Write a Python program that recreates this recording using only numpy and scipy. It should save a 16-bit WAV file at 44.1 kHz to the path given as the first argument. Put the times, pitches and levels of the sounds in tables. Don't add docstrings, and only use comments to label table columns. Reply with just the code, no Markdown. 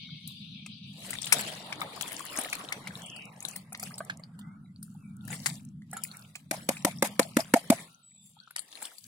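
import sys
import numpy as np
from scipy import signal
from scipy.fft import rfft, irfft, next_fast_len
from scipy.io import wavfile
from scipy.ndimage import uniform_filter1d, map_coordinates

SR = 44100
rng = np.random.default_rng(int(sys.argv[2]) if len(sys.argv) > 2 else 0)


def wav_out(sig):
    wavfile.write(sys.argv[1], SR, np.round(np.clip(np.atleast_2d(sig).T, -1, 1) * 32767).astype(np.int16))


def attenuation_scalar(level_db):
    decades = np.asarray(level_db, float) / 20
    return 10 ** decades


N = 399972
LEAD = 40

# (crest [s], level [dB], brightness [dB], rise over 20 dB [s], fall over 20 dB [s])
SURGES = [(.31, -73, 11.5, 0.15, 0.29), (1.07, -48, 5.5, 0.14, 0.54), (1.36, -37, 2.5, 0.1, 0.33),
          (1.8, -48.5, -4, 0.37, 0.63), (2.05, -47, 4, 0.266, 0.74), (2.4, -42, 1.5, 0.26, 0.45),
          (2.74, -52, -3, 0.58, 0.95), (3.0, -52, 3, 0.28, 0.18), (3.3, -65, -8.5, 0.5, 0.75),
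          (3.53, -51.5, 5, 0.16, 0.14), (3.85, -49.5, 7.5, 0.089, 0.117), (4.07, -60.5, -4, 0.5, 0.37),
          (4.86, -76, 15.5, 0.073, 0.33), (5.33, -45, 6.5, 0.08, 0.1), (5.5, -46.5, 8, 0.15, 0.11),
          (5.95, -56, 1, 0.052, 0.16), (6.13, -58, 5.5, 0.21, 0.35), (6.38, -65, 5.5, .05, 0.085),
          (7.8, -50.5, 5.5, 0.21, 0.11), (8.27, -74.5, 22, 0.075, 0.114), (8.62, -64.5, 10, 0.049, .1),
          (8.78, -63.5, 6.5, 0.13, 0.11), (8.86, -49, 5.5, 0.23, 0.093), (9.07, -68, 19, 0.31, .2)]
# (delay [s], level [dB], brightness [dB], rise [s], fall [s])
TAP_SURGE = (0.05, -51, 3.5, 0.04, 0.19)
# (gurgle [dB], splash [dB], fizz [dB])
CALM_DB = (-88, -81, -76)
DIES_FASTER = 1.08
SPLASH_DB, SPLASH_LEANS = 3, 1
# (frequency [Hz], level [dB])
GURGLE = [(160, -29), (280, -7.5), (367, -12.5), (686, -7.5), (1120, -12.5), (1770, -18.5), (2000, -14.5),
          (2600, -29), (4400, -120)]
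SPLASH = [(1000, -15), (1700, 0), (3500, -0.5), (5500, -3.5), (8000, -31.5)]
FIZZ = [(2650, -39.5), (4500, -6.5), (5830, -11), (7390, 1.5), (10600, 3), (12300, -11.5), (15600, -8.5),
        (16300, -22.5), (16800, -68.5)]
# (frequency [Hz], likeness [0-1])
ALIKE = [(100, 0.72), (500, 0.88), (1500, 0.0072), (15000, 0.088)]

# (time [s], bubble [Hz], plop [dB], crackle
# [dB])
DROPS = [(.276, 3830, -42.5, -27), (.663, 2540, -39.5, -36.5), (1.106, 3800, -51, -22),
         (1.132, 1990, -33.5, -29), (1.188, 3502, -30.5, -49.5), (1.218, 5700, -39, -22),
         (1.245, 3580, -31.5, -27.5), (1.269, 2900, -33.5, -31.5), (1.324, 2315, -17.5, -9),
         (1.726, 2270, -31, -57), (1.817, 1199, -32, -31), (2.011, 3160, -30.5, -26),
         (2.12, 2060, -39, -32), (2.193, 1080, -55, -35), (2.387, 656, -43, -17.5),
         (2.459, 690, -43.5, -48.5), (2.529, 2410, -26.5, -28.5), (2.689, 3740, -34.5, -54),
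         (2.724, 2060, -27, -31), (2.873, 2160, -33.5, -39), (2.956, 3740, -35.5, -61),
         (3.06, 740, -71, -32.5), (3.162, 720, -57, -34),
         (3.425, 2360, -46, -31.5), (3.452, 3780, -26.5, -24), (3.485, 6000, -37, -26),
            (3.56, 2020, -42.5, -27), (3.724, 740, -48.5, -31), (3.748, 2010, -36.5, -59),
            (3.797, 2070, -42.5, -28.5), (3.829, 722, -44.5, -26), (3.943, 5200, -36.5, -41),
            (3.98, 1600, -62, -26.5), (4.006, 637, -37.5, -75), (4.099, 1626, -28, -66),
            (4.197, 610, -57, -43), (4.238, 4520, -38.5, -61), (4.391, 961, -59, -40),
            (4.828, 5180, -60, -28.5), (5.281, 1670, -45.5, -41), (5.304, 833, -50, -30),
            (5.442, 3960, -52, -36), (5.462, 2020, -25, -16), (5.821, 1910, -56, -65),
            (5.931, 755, -42.5, -29.5), (5.968, 1350, -40, -27), (6.037, 5870, -50, -16.5),
            (6.116, 4170, -38.5, -51), (6.355, 2410, -37, -34),
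         (3.406, 6500, -37.5, -35), (4.414, 3350, -51.5, -62.5), (4.762, 4330, -50, -57),
         (5.211, 3510, -58, -60), (7.948, 6100, -51.5, -65), (6.77, 2390, -36, -55),
         (6.987, 5470, -41, -51), (7.231, 4200, -32.5, -35), (7.406, 5020, -26.5, -28),
         (8.403, 4205, -44, -71), (8.476, 1330, -50.5, -75), (8.508, 1440, -50.5, -42.5),
         (8.561, 1890, -38, -27), (8.581, 3070, -38.5, -33), (8.593, 4240, -36.5, -22.5),
         (8.728, 3500, -42, -56), (8.755, 4060, -40, -33), (8.823, 844, -48, -26),
         (8.854, 3230, -37.5, -24.5), (8.984, 4400, -44, -33)]
# (time [s], left over right [dB])
RIM_PLACE = [(0, 3), (1.2, 7), (1.8, 6), (2.1, 11.5), (2.5, 3.5), (2.9, 4.5), (3.5, 2.5), (4.2, -3),
             (4.9, -5.5), (5.3, 7.5), (6.3, -6.5), (7, 3), (9.07, 4.5)]
SMALL_HZ, SMALL_SLAP_DB, SMALL_LEFT_DB = 3500, -8.5, 6

# (time [s], peak [dB], crack [dB], upper modes [dB], slosh [dB])
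TAPS = [
    (6.511, -24.5, -1, 2.5, -0.5),
    (6.689, -20.5, -1, 3.5, -1),
    (6.848, -12, -7, -2.5, -9),
    (7.024, -15, -6, 4, -7.5),
    (7.194, -15, -3, 7.5, -8),
    (7.368, -11, -11.5, -1.5, -7.5),
    (7.538, -10, -8.5, 2.5, -6),
    (7.701, -8.5, -10.5, -2.5, -5),
]
# (frequency [Hz], level [dB], t60 [s])
PAN_MODES = [(226, -4.5, 0.11), (284.5, 0.5, 0.06), (550, -8, 0.054), (899, -15.5, 0.055),
             (1270, -4, 0.015), (1730, -13, 0.02), (2020, -7.5, 0.022)]
# (frequency [Hz], level [dB])
SLOSH_MODES = [(673, -3), (818, -13.5)]
# (frequency [Hz], level [dB])
CRACK = [(410, -31), (700, -11), (1680, -8), (1920, -6.5), (2260, -3.5), (2870, -12.5), (6030, -12),
         (9110, -6.5), (14300, -17.5), (16800, -33.5)]
SPRAY_DB = (-40.5, -41.5, -38.5, -31.5, -40, -35.5, -38, -37)
SLAP_BACK_S = (.024, 0.011, .027, 0.024, 0.017, 0.028, .028, 0.024)
CHURN = (.8, .9, .6, .9, .5, .2, .15, .2)
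HOLD_S, RINGS_ON = 0.011, 0.28

# (time [s], peak [dB])
SNAPS = [(1.107, -29.5), (1.325, -9), (1.33, -16), (1.726, -35), (2.012, -20.5), (2.195, -28), (2.389, -19),
         (2.532, -17), (2.725, -22), (2.875, -32.5), (3.452, -28.5), (3.982, -30), (4.097, -43),
         (5.465, -17), (5.46, -14)]
# (time [s], centre
# [Hz], peak [dB])
TICKS = [(1.153, 1990, -32), (1.23, 5540, -26), (1.258, 9500, -25), (1.292, 3440, -38), (1.34, 3100, -28),
         (1.385, 8400, -25), (1.397, 9500, -33), (1.411, 8900, -22), (1.417, 8500, -27), (1.436, 3700, -34),
         (1.472, 5000, -35), (1.551, 6000, -36), (1.757, 6000, -44), (1.807, 8260, -28), (1.874, 1220, -46),
         (1.963, 8900, -33.5), (1.975, 1140, -38), (2.024, 8600, -21), (2.03, 3380, -27.5),
         (2.043, 1030, -38.5), (2.079, 8750, -32.5), (2.086, 8000, -41), (2.13, 10400, -29),
         (2.166, 6020, -29.5), (2.203, 1090, -33.5), (2.241, 1090, -41), (2.253, 10500, -29),
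         (2.265, 7700, -32), (2.341, 2370, -34), (2.357, 2010, -32), (2.364, 9400, -24), (2.374, 7000, -19),
         (2.414, 8500, -24), (2.437, 9000, -25), (2.553, 8800, -26), (2.641, 6230, -43), (2.907, 1700, -35),
         (3.02, 7460, -32), (3.222, 5000, -46.5), (3.255, 7800, -34.5), (3.363, 6150, -49),
         (3.512, 7040, -31),
         (3.73, 8700, -27), (3.775, 9500, -35), (3.836, 6200, -25), (3.907, 1330, -40),
              (3.918, 2020, -41), (3.957, 7400, -37), (4.05, 9000, -34.5), (4.173, 7600, -38),
              (4.43, 805, -66), (4.64, 740, -63.5), (4.66, 2140, -59), (4.825, 1420, -57.5),
              (4.879, 1410, -58), (4.949, 820, -52), (4.95, 4040, -60), (5.024, 1220, -57),
              (5.149, 1380, -66), (5.168, 8900, -46), (5.252, 8950, -38), (5.329, 1940, -33),
              (5.344, 1060, -48), (5.402, 4680, -38), (5.499, 4560, -29), (5.555, 6050, -36),
              (5.651, 8650, -41.5), (5.914, 8390, -34.5), (6.035, 2750, -35.5), (6.05, 2300, -36),
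              (6.073, 8150, -35), (6.147, 2020, -43.5), (6.17, 8950, -31), (6.194, 9000, -36),
              (6.223, 4630, -44.5), (6.248, 2540, -46), (6.278, 7300, -49), (6.824, 5870, -40),
              (7.073, 8250, -26), (7.251, 655, -37), (7.335, 4700, -45), (7.57, 6780, -27),
              (8.115, 2110, -57.5), (8.367, 826, -52), (8.389, 3670, -46), (8.436, 4500, -49),
              (8.465, 6000, -57.5), (8.717, 5980, -43), (8.773, 2580, -40), (9.041, 5700, -37),
         (.092, 1400, -53), (0.32, 8000, -46), (2.5, 6200, -27), (2.39, 1500, -49), (3.1, 5500, -36),
               (5.278, 11500, -33), (5.476, 9500, -27), (5.688, 6500, -52), (4.1, 3000, -40)]
TICK_CYCLES, TICK_S = 5.2, 0.0016
TICK_WIDENS = 0.28
# (time [s], frequency [Hz], level [dB], life [s])
THUMP = (2.385, 260, -32, .0035)
# (start [s], length [s], first [Hz], last [Hz], width [Hz], level [dB])
RUNNEL = (3, .3, 3247.5, 2451, 380, -43.5)

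# (frequency [Hz], level [dB])
RUMBLE = [(15, -56.5), (25, -18), (65, -22.5), (106, -2.5), (156, 4), (209, 3.5), (302, -17.5),
          (391, -36.5), (420, -36.5), (550, -51.5), (920, -120)]
# (time [s], level [dB])
CURRENT_LEVEL = [(0, -49.5), (1.35, -48), (2, -52), (2.4, -64.5), (2.85, -48), (3.4, -54), (4.4, -48),
                 (4.9, -48.5), (5.5, -43), (6.35, -55), (6.62, -45), (7.15, -46), (7.66, -52), (7.8, -49),
                 (8.0, -72), (8.25, -62.5), (8.93, -81.5), (9.07, -54.5)]
# (frequency [Hz], level [dB])
RIFFLE = [(1000, -85), (1700, -35.5), (2060, -35), (2260, -10.5), (3670, 0), (5010, -11.5), (5460, -34.5),
          (5850, -14.5), (6500, -50), (13200, -120)]
# (time [s], level [dB])
RIFFLE_LEVEL = [(0, -49), (1.0, -52.5), (1.3, -48), (2.9, -63), (3.15, -102), (9.1, -68)]
# (time [s], level [dB])
TRICKLE_LEVEL = [(4.2, -85.5), (4.45, -63), (4.82, -85), (4.97, -73), (5.6, -76.5), (5.85, -90.5),
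                 (6.15, -55.5), (6.35, -82.5), (7.85, -86), (7.92, -72.5), (8.2, -100.5)]
# (start [s], length [s], frequency [Hz], level [dB])
FAR_CALLS = [(4.295, 0.32, 1560, -75), (4.644, 0.06, 3900, -76), (4.68, .05, 2044, -71),
             (4.843, 0.069, 2660, -80), (5.032, 0.14, 2325, -68), (5.149, 0.25, 1390, -64),
             (5.824, 0.07, 1940, -76), (7.866, 0.24, 1360, -66.5), (7.95, 0.27, 3790, -76.5),
             (8.172, 0.16, 3530, -67), (5.929, 0.059, 1690, -47.5), (5.94, 0.049, 794, -49.5),
             (5.97, 0.044, 1330, -45), (8.353, 0.15, 3305, -68), (8.356, 0.071, 1295, -67),
             (8.411, 0.073, 1490, -62)]
# (start [s], length [s], first [Hz], last [Hz], level [dB])
BIRDS = [
    (0, .27, 2220, 2180, -55),
    (.05, .08, 3900, 3250, -51),
    (.28, .07, 3950, 3100, -49),
    (3.15, .27, 3720, 4000, -68),
    (4.41, .17, 1950, 2300, -67),
    (4.98, .15, 2700, 2250, -74),
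    (6.62, .07, 7900, 7800, -57),
    (6.76, .08, 7600, 7500, -57),
    (8.03, .34, 7880, 7480, -56),
]
# (frequency [Hz], t60 [s])
BANK_ECHO = [(300, 0.072), (3000, 0.077), (12000, 0.043)]


def unit(x):
    return x / np.sqrt(np.mean(x ** 2) + 1e-20)


def along(points, hz):
    f, v = np.transpose(points)
    return np.interp(np.log(hz + 1), np.log(f + 1), v)


def curves(rows):
    s, *columns = np.transpose(rows)
    return [np.interp(np.arange(N) / SR, s, column) for column in columns]


def wobble(rate):
    knots = rng.standard_normal(int(N * rate / SR) + 4)
    return map_coordinates(knots, [np.arange(N) * rate / SR])


def filtered(x, response):
    m = next_fast_len(x.shape[-1] + 512)
    spectrum = rfft(x, m) * response(np.fft.rfftfreq(m, 1 / SR))
    return irfft(spectrum, m)[..., :x.shape[-1]]


def blank():
    return np.zeros((2, N + SR))


def trim(mix):
    return mix[:, LEAD:N + LEAD]


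def add(mix, s, sound, left_db, lag):
    pair = sound * attenuation_scalar([[left_db / 2], [-left_db / 2]])
    at = round(s * SR) + LEAD
    mix[0, at + round(lag):][:pair.shape[1]] += pair[0]
    mix[1, at:][:pair.shape[1]] += pair[1]


def rim_db(s):
    return np.interp(s, *np.transpose(RIM_PLACE))


def rush(spectrum, alike, patchy_db):
    z = signal.stft(rng.standard_normal((2, N)), nperseg=512)[2]
    field = uniform_filter1d(rng.standard_normal(z.shape[1:]), 6, 0)
    field = unit(uniform_filter1d(field, 8, 1))
    pair = signal.istft(z * attenuation_scalar(patchy_db * field), nperseg=512)[1][:, :N]

    def mid_side(hz):
        turn = np.arccos(np.clip(along(alike, hz), -1, 1)) / 2
        return attenuation_scalar(along(spectrum, hz)) * [np.cos(turn), np.sin(turn)]

    mid, side = filtered(pair, mid_side)
    return unit(np.array([mid + side, mid - side]))


def bubbles(count, hz, spread, cycles, scatter_db, size):
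    u, g = rng.random((count, 4)), rng.standard_normal((count, 1))
    t = np.arange(size) / SR
    f = np.clip(hz * np.exp(spread * g), 200, SR / 3)
    age = t * f / cycles
    strength = attenuation_scalar(-scatter_db * np.log(u[:, 1:2] + 1 / 30))
    wave = np.sin(2 * np.pi * f * t * (1 + .12 * age)) * age * np.exp(-3 * age) * strength
    at = (u[:, :1] * N).astype(int) + np.arange(size)
    lag = (u[:, 2:3] * 30).astype(int)
    ports = []
    for delay, weight in ((lag, 1), (15, 0.35 + 1.3 * u[:, 3:])):
        ports.append(np.bincount((at + delay).ravel(), (wave * weight).ravel(), N + SR)[:N])
    return unit(np.array(ports))


def surges():
    delay, *shape = TAP_SURGE
    t = np.arange(0, N, 64) / SR
    shaken = [(tap[0] + delay, *shape) for tap in TAPS]
    s, db, bright, rise, fall = np.transpose([*SURGES, *shaken])[..., None]
    fade_db = -20 * np.maximum((s - t) / np.abs(rise), (t - s) / np.abs(fall)) ** DIES_FASTER
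    splash_db = db + SPLASH_DB + SPLASH_LEANS * bright - np.abs(bright)
    levels = []
    for crest, calm in zip((db - bright, splash_db, db + bright), CALM_DB):
        gain = np.sqrt(attenuation_scalar(calm) ** 2 + np.sum(attenuation_scalar(crest + fade_db) ** 2, axis=0))
        levels.append(np.interp(np.arange(N) / SR, t, gain))
    return levels


def wash():
    low, middle, high = surges()
    patter = wobble(60)
    stirred = [np.sqrt(np.abs(1 - (attenuation_scalar(calm) / g) ** 2)) for calm, g in zip(CALM_DB, (low, middle, high))]
    plops = .45 * bubbles(count=1400, hz=1000, spread=.4, cycles=8, scatter_db=3, size=600)
    pings = .75 * bubbles(count=1300, hz=2900, spread=.4, cycles=4.5, scatter_db=3.5, size=240)
    specks = .75 * bubbles(count=2200, hz=8500, spread=.25, cycles=2.2, scatter_db=3.5, size=60)
    gurgle = low * attenuation_scalar(patter) * (rush(GURGLE, ALIKE, patchy_db=4) + stirred[0] * plops)
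    splash_gain = middle * attenuation_scalar(-5.0 + 2.0 * patter + [[1.6], [-1.6]])
    splash = splash_gain * (rush(SPLASH, ALIKE, patchy_db=5.0) + stirred[1] * pings)
    fizz_gain = high * attenuation_scalar(-6.5 + 2 * patter + [[1.8], [-1.8]])
    fizz = fizz_gain * (rush(FIZZ, ALIKE, patchy_db=4.5) + stirred[2] * specks)
    return gurgle + splash + fizz


def bubble_ring(t, hz, plop_db, pitch_draw):
    ring = np.clip(7.5 / hz, .002, .011)
    phase = 2 * np.pi * hz * t * (.95 + .06 * t / ring)
    brood = np.sin(1.85 * phase) + np.sin((2.4 + 1.1 * pitch_draw) * phase)
    brood = 0.97 * (hz < 1200) * brood * np.exp(-t / ring)
    envelope = (1 - np.exp(-t / 0.00043)) * np.exp(-(t / ring) ** 2.5)
    return attenuation_scalar(plop_db + 5.5) * (np.sin(phase) + brood) * envelope


def drops():
    mix, t = blank(), np.arange(SR // 16) / SR
    for s, hz, plop_db, crackle_db in DROPS:
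        small, db = hz > SMALL_HZ, max(plop_db, crackle_db) + 8
        u, noise = rng.random(3), rng.standard_normal((3, 2, len(t)))
        life = np.clip(0.0088 + 0.00019 * (db + 42), .002, .02) * (0.47 + .3 * u[0]) / (1 + small)
        rise = 1 - np.exp(-(t / .002) ** 2)
        shape = rise * (np.exp(-(t / life) ** 2.0) + 0.13 * np.exp(-t / 0.027))
        grit = np.exp(0.62 * unit(uniform_filter1d(noise[2, 0], size=24)))
        tint = np.transpose([np.geomspace(3000, 16000, num=9), rng.normal(0, 7.6, size=9)])
        crackle = (noise[0] + noise[0, 0]) * grit
        crackle = unit(filtered(crackle, lambda f: attenuation_scalar(along(FIZZ, f) + along(tint, f))))
        low_hz, high_hz = .5 * min(hz, 1500), 2 * min(hz, 2500) + 1200
        slap = (noise[1] + 3.4 * noise[1, 0]) * grit
        slap = unit(filtered(slap, lambda f: 1 / np.sqrt(
            (1 + (low_hz / (f + 1)) ** 6) * (1 + (f / high_hz) ** 6))))
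        burst = attenuation_scalar(crackle_db - 8.0) * crackle + attenuation_scalar(plop_db - 4.5 + SMALL_SLAP_DB * small) * slap
        drop = shape * burst + bubble_ring(t, hz, plop_db, u[2])
        add(mix, s - .0015, drop, rim_db(s) + SMALL_LEFT_DB * small, 20 * u[1] - 10)
    return trim(mix)


def pan_ring(t, upper_db, wander):
    total = 0
    for hz, level_db, t60 in PAN_MODES:
        rattle = unit(uniform_filter1d(np.roll(wander, int(hz)), size=90))
        decay_db = level_db + (upper_db + 5.5) * (hz > 400) + 2 * rng.normal() - 60 * t / t60
        phase = 2 * np.pi * hz * rng.normal(1, 0.07) * t + 0.5 * (hz > 700) * rattle
        total = total + attenuation_scalar(decay_db) * np.sin(phase)
    soft = (1 - np.exp(-(t / 0.0033) ** 2)) * (RINGS_ON + np.exp(-(t / HOLD_S) ** 4))
    return -attenuation_scalar(0.5) * soft * total


def slap_back(t, back_s, churn, noise):
    centre_s = .002 + rng.normal(back_s, .0003)
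    swell = np.exp(-((t - centre_s) / (.0095 + .006 * churn)) ** 4)
    swell = swell * (1 + .4 * unit(uniform_filter1d(noise[0], size=200)))
    clear = 0
    for hz, level_db in SLOSH_MODES:
        clear = clear + attenuation_scalar(level_db) * np.sin(2 * np.pi * (hz * rng.normal(1, 0.035) * t + rng.random()))
    broken = filtered(noise[1], lambda f: np.exp(-.5 * (np.log((f + 1) / 720) / 0.21) ** 2))
    return ((1 - churn) * clear + churn * 0.25 * unit(broken)) * swell


def taps():
    mix, t = blank(), np.arange(SR // 5) / SR
    for tap, spray_db, back_s, churn in zip(TAPS, SPRAY_DB, SLAP_BACK_S, CHURN):
        s, db, crack_db, upper_db, slosh_db = tap
        noise = rng.standard_normal((2, 2, len(t)))
        ring = pan_ring(t, upper_db, noise[1, 1])
        slosh = slap_back(t, back_s, churn, noise[1])
        crack = unit(filtered(noise[0] + 0.5 * noise[0, 0], lambda f: attenuation_scalar(along(CRACK, f))))
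        crack = crack * np.exp(-(t / 0.0072) ** 2.3) * (1 - np.exp(-t / 0.0011))
        thrown = np.exp(-.5 * ((t - .028) / np.where(t < .028, .008, .015)) ** 2)
        spray = unit(filtered(noise[1], lambda f: attenuation_scalar(along(CRACK, f)))) * thrown
        add(mix, s - .001, attenuation_scalar(db) * (ring + attenuation_scalar(slosh_db) * slosh), -.4, 4)
        add(mix, s - .001, attenuation_scalar(db + crack_db + 3.0) * crack + attenuation_scalar(spray_db) * spray, 2.5, 15)
    return trim(mix)


def snaps():
    mix, t = blank(), np.arange(SR // 100) / SR
    for s, db in SNAPS:
        age = t / .0005
        puff = rng.standard_normal(len(t)) * age * np.exp(-age)
        click = filtered(puff, lambda f: attenuation_scalar(along(CRACK, f)))
        add(mix, s - .0005, attenuation_scalar(db) * click / np.abs(click).max(), rim_db(s), 16 * rng.random() - 8)
    return trim(mix)


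def ticks():
    mix, t = blank(), np.arange(SR // 25) / SR
    for s, hz, db in TICKS:
        noise, lag = rng.standard_normal((2, len(t))), 20 * rng.random() - 10
        width = 0.066 + TICK_WIDENS * hz / 10000
        age = t / (TICK_S + TICK_CYCLES / hz)
        puff = filtered(noise + noise[0], lambda f: np.exp(-.5 * (np.log((f + 1) / hz) / width) ** 2))
        puff = puff * age * np.exp(-age ** 2)
        add(mix, s - .001, attenuation_scalar(db) * puff / np.abs(puff).max(), rim_db(s), lag)
    return trim(mix)


def dip():
    mix, t = blank(), np.arange(SR // 20) / SR
    s, hz, db, life = THUMP
    push = np.sin(2 * np.pi * hz * t) * t / life * np.exp(1 - t / life)
    add(mix, s, attenuation_scalar(db) * push, 0, 0)
    s, length, first_hz, last_hz, width_hz, db = RUNNEL
    u = np.linspace(0, 1, round(length * SR))
    flutter = filtered(rng.standard_normal((2, SR // 2)), lambda f: np.exp(-(f / width_hz) ** 2))
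    flutter = unit(flutter)[:, :len(u)]
    carrier = np.sin(2 * np.pi * np.cumsum(first_hz + (last_hz - first_hz) * u) / SR)
    add(mix, s, attenuation_scalar(db) * flutter * np.sin(np.pi * u) ** .5 * carrier, 2, 0)
    return trim(mix)


def river():
    current_db = curves(CURRENT_LEVEL)[0]
    rumble = rush(RUMBLE, [(45, 0.77), (130, 0.98)], patchy_db=2)
    rumble = attenuation_scalar(current_db + 1.1 * wobble(12)) * rumble
    upper = filtered(rumble, lambda hz: 1 / (1 + (230 / (hz + 1)) ** 6))
    rumble = rumble + (attenuation_scalar(0.27 * (current_db + 50)) - 1) * upper
    riffle_db = curves(RIFFLE_LEVEL)[0] + wobble(30) + [[2.5], [-2.5]]
    riffle = attenuation_scalar(riffle_db) * rush(RIFFLE, ALIKE, patchy_db=3.0)

    def hollow(hz):
        return 1 / (1 + ((hz - 1370) / 140) ** 2) + 0.23 / (1 + ((hz - 850) / 150) ** 2)

    murmur = unit(filtered(rng.standard_normal((2, N)), hollow))
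    murmur = attenuation_scalar(curves(TRICKLE_LEVEL)[0] + 2.8 * wobble(6.4)) * murmur
    return rumble + riffle + murmur


def far_calls():
    mix = blank()
    for s, length, hz, db in FAR_CALLS:
        noise = rng.standard_normal((2, SR // 2))
        note = unit(filtered(noise, lambda f: 1 / (1 + ((f - hz) / 45) ** 2)))[:, :round(length * SR)]
        swell = np.sin(np.pi * np.linspace(0, 1, note.shape[1]) ** 0.4)
        add(mix, s, attenuation_scalar(db) * note * swell, 0, 0)
    return trim(mix)


def birds():
    mix = blank()
    for s, length, first_hz, last_hz, db in BIRDS:
        u = np.linspace(0, 1, round(length * SR))
        hz = first_hz + (last_hz - first_hz) * u ** 1.3
        swell = np.sin(np.pi * u ** .45) ** .8
        rough = unit(uniform_filter1d(rng.standard_normal(N // 10), size=200))[:len(u)]
        whistle = np.sin(2 * np.pi * np.cumsum(hz) / SR)
        add(mix, s, attenuation_scalar(db) * (1 + 0.51 * rough) * swell * whistle, 1.5, 0)
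    return trim(mix)


def banks(x):
    hz, t, z = signal.stft(rng.standard_normal((2, SR // 3)), SR, nperseg=256)
    tail = signal.istft(z * attenuation_scalar(-60 * t / along(BANK_ECHO, hz)[:, None]), SR, nperseg=256)[1]
    delayed = np.pad(x, ((0, 0), (200, 0)))
    return signal.fftconvolve(delayed, tail / np.linalg.norm(tail[0]), axes=1)[:, :N]


def scene():
    close = np.array([drops(), taps()])
    wet, knocks = filtered(close, lambda hz: 1 / np.sqrt(1 + (110 / (hz + 1)) ** 4))
    echo = attenuation_scalar(-13.0) * banks(wet + .45 * knocks)
    pan = wet + knocks + wash() + snaps() + ticks() + dip()
    return pan + echo + river() + far_calls() + birds()


def darken_bands(x, margin_db, depth_db, quiet_db):
    z = signal.stft(x, nperseg=1024)[2]
    power = np.mean(np.abs(z[:, :504]) ** 2, axis=0)
    bands = power.reshape(-1, 4, z.shape[2]).mean(axis=1)
    now_db = 10 * np.log10(bands + 1e-20)
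    level_db = uniform_filter1d(now_db, size=7, axis=1)
    around_db = uniform_filter1d(level_db, size=11, axis=0)
    threshold_db = margin_db + rng.normal(0, 1.5, size=(len(bands), 1))
    sunk = level_db - around_db < threshold_db
    treble = (np.arange(len(bands)) > 7)[:, None]
    shut = sunk * (now_db < quiet_db) * treble
    z[:, :504] *= attenuation_scalar(depth_db * np.repeat(shut, 4, axis=0))
    return signal.istft(z, nperseg=1024)[1][:, :N]


def roll_off(x):
    return signal.sosfilt(signal.butter(12, 16970, fs=SR, output="sos"), x)


def record(dry):
    wet = darken_bands(dry, margin_db=-1.5, depth_db=-24, quiet_db=-74)
    mix = filtered(np.clip(wet, -.8, .8), lambda hz: hz < 16900)
    return roll_off(mix)


dry = scene()
out = record(dry)
wav_out(out)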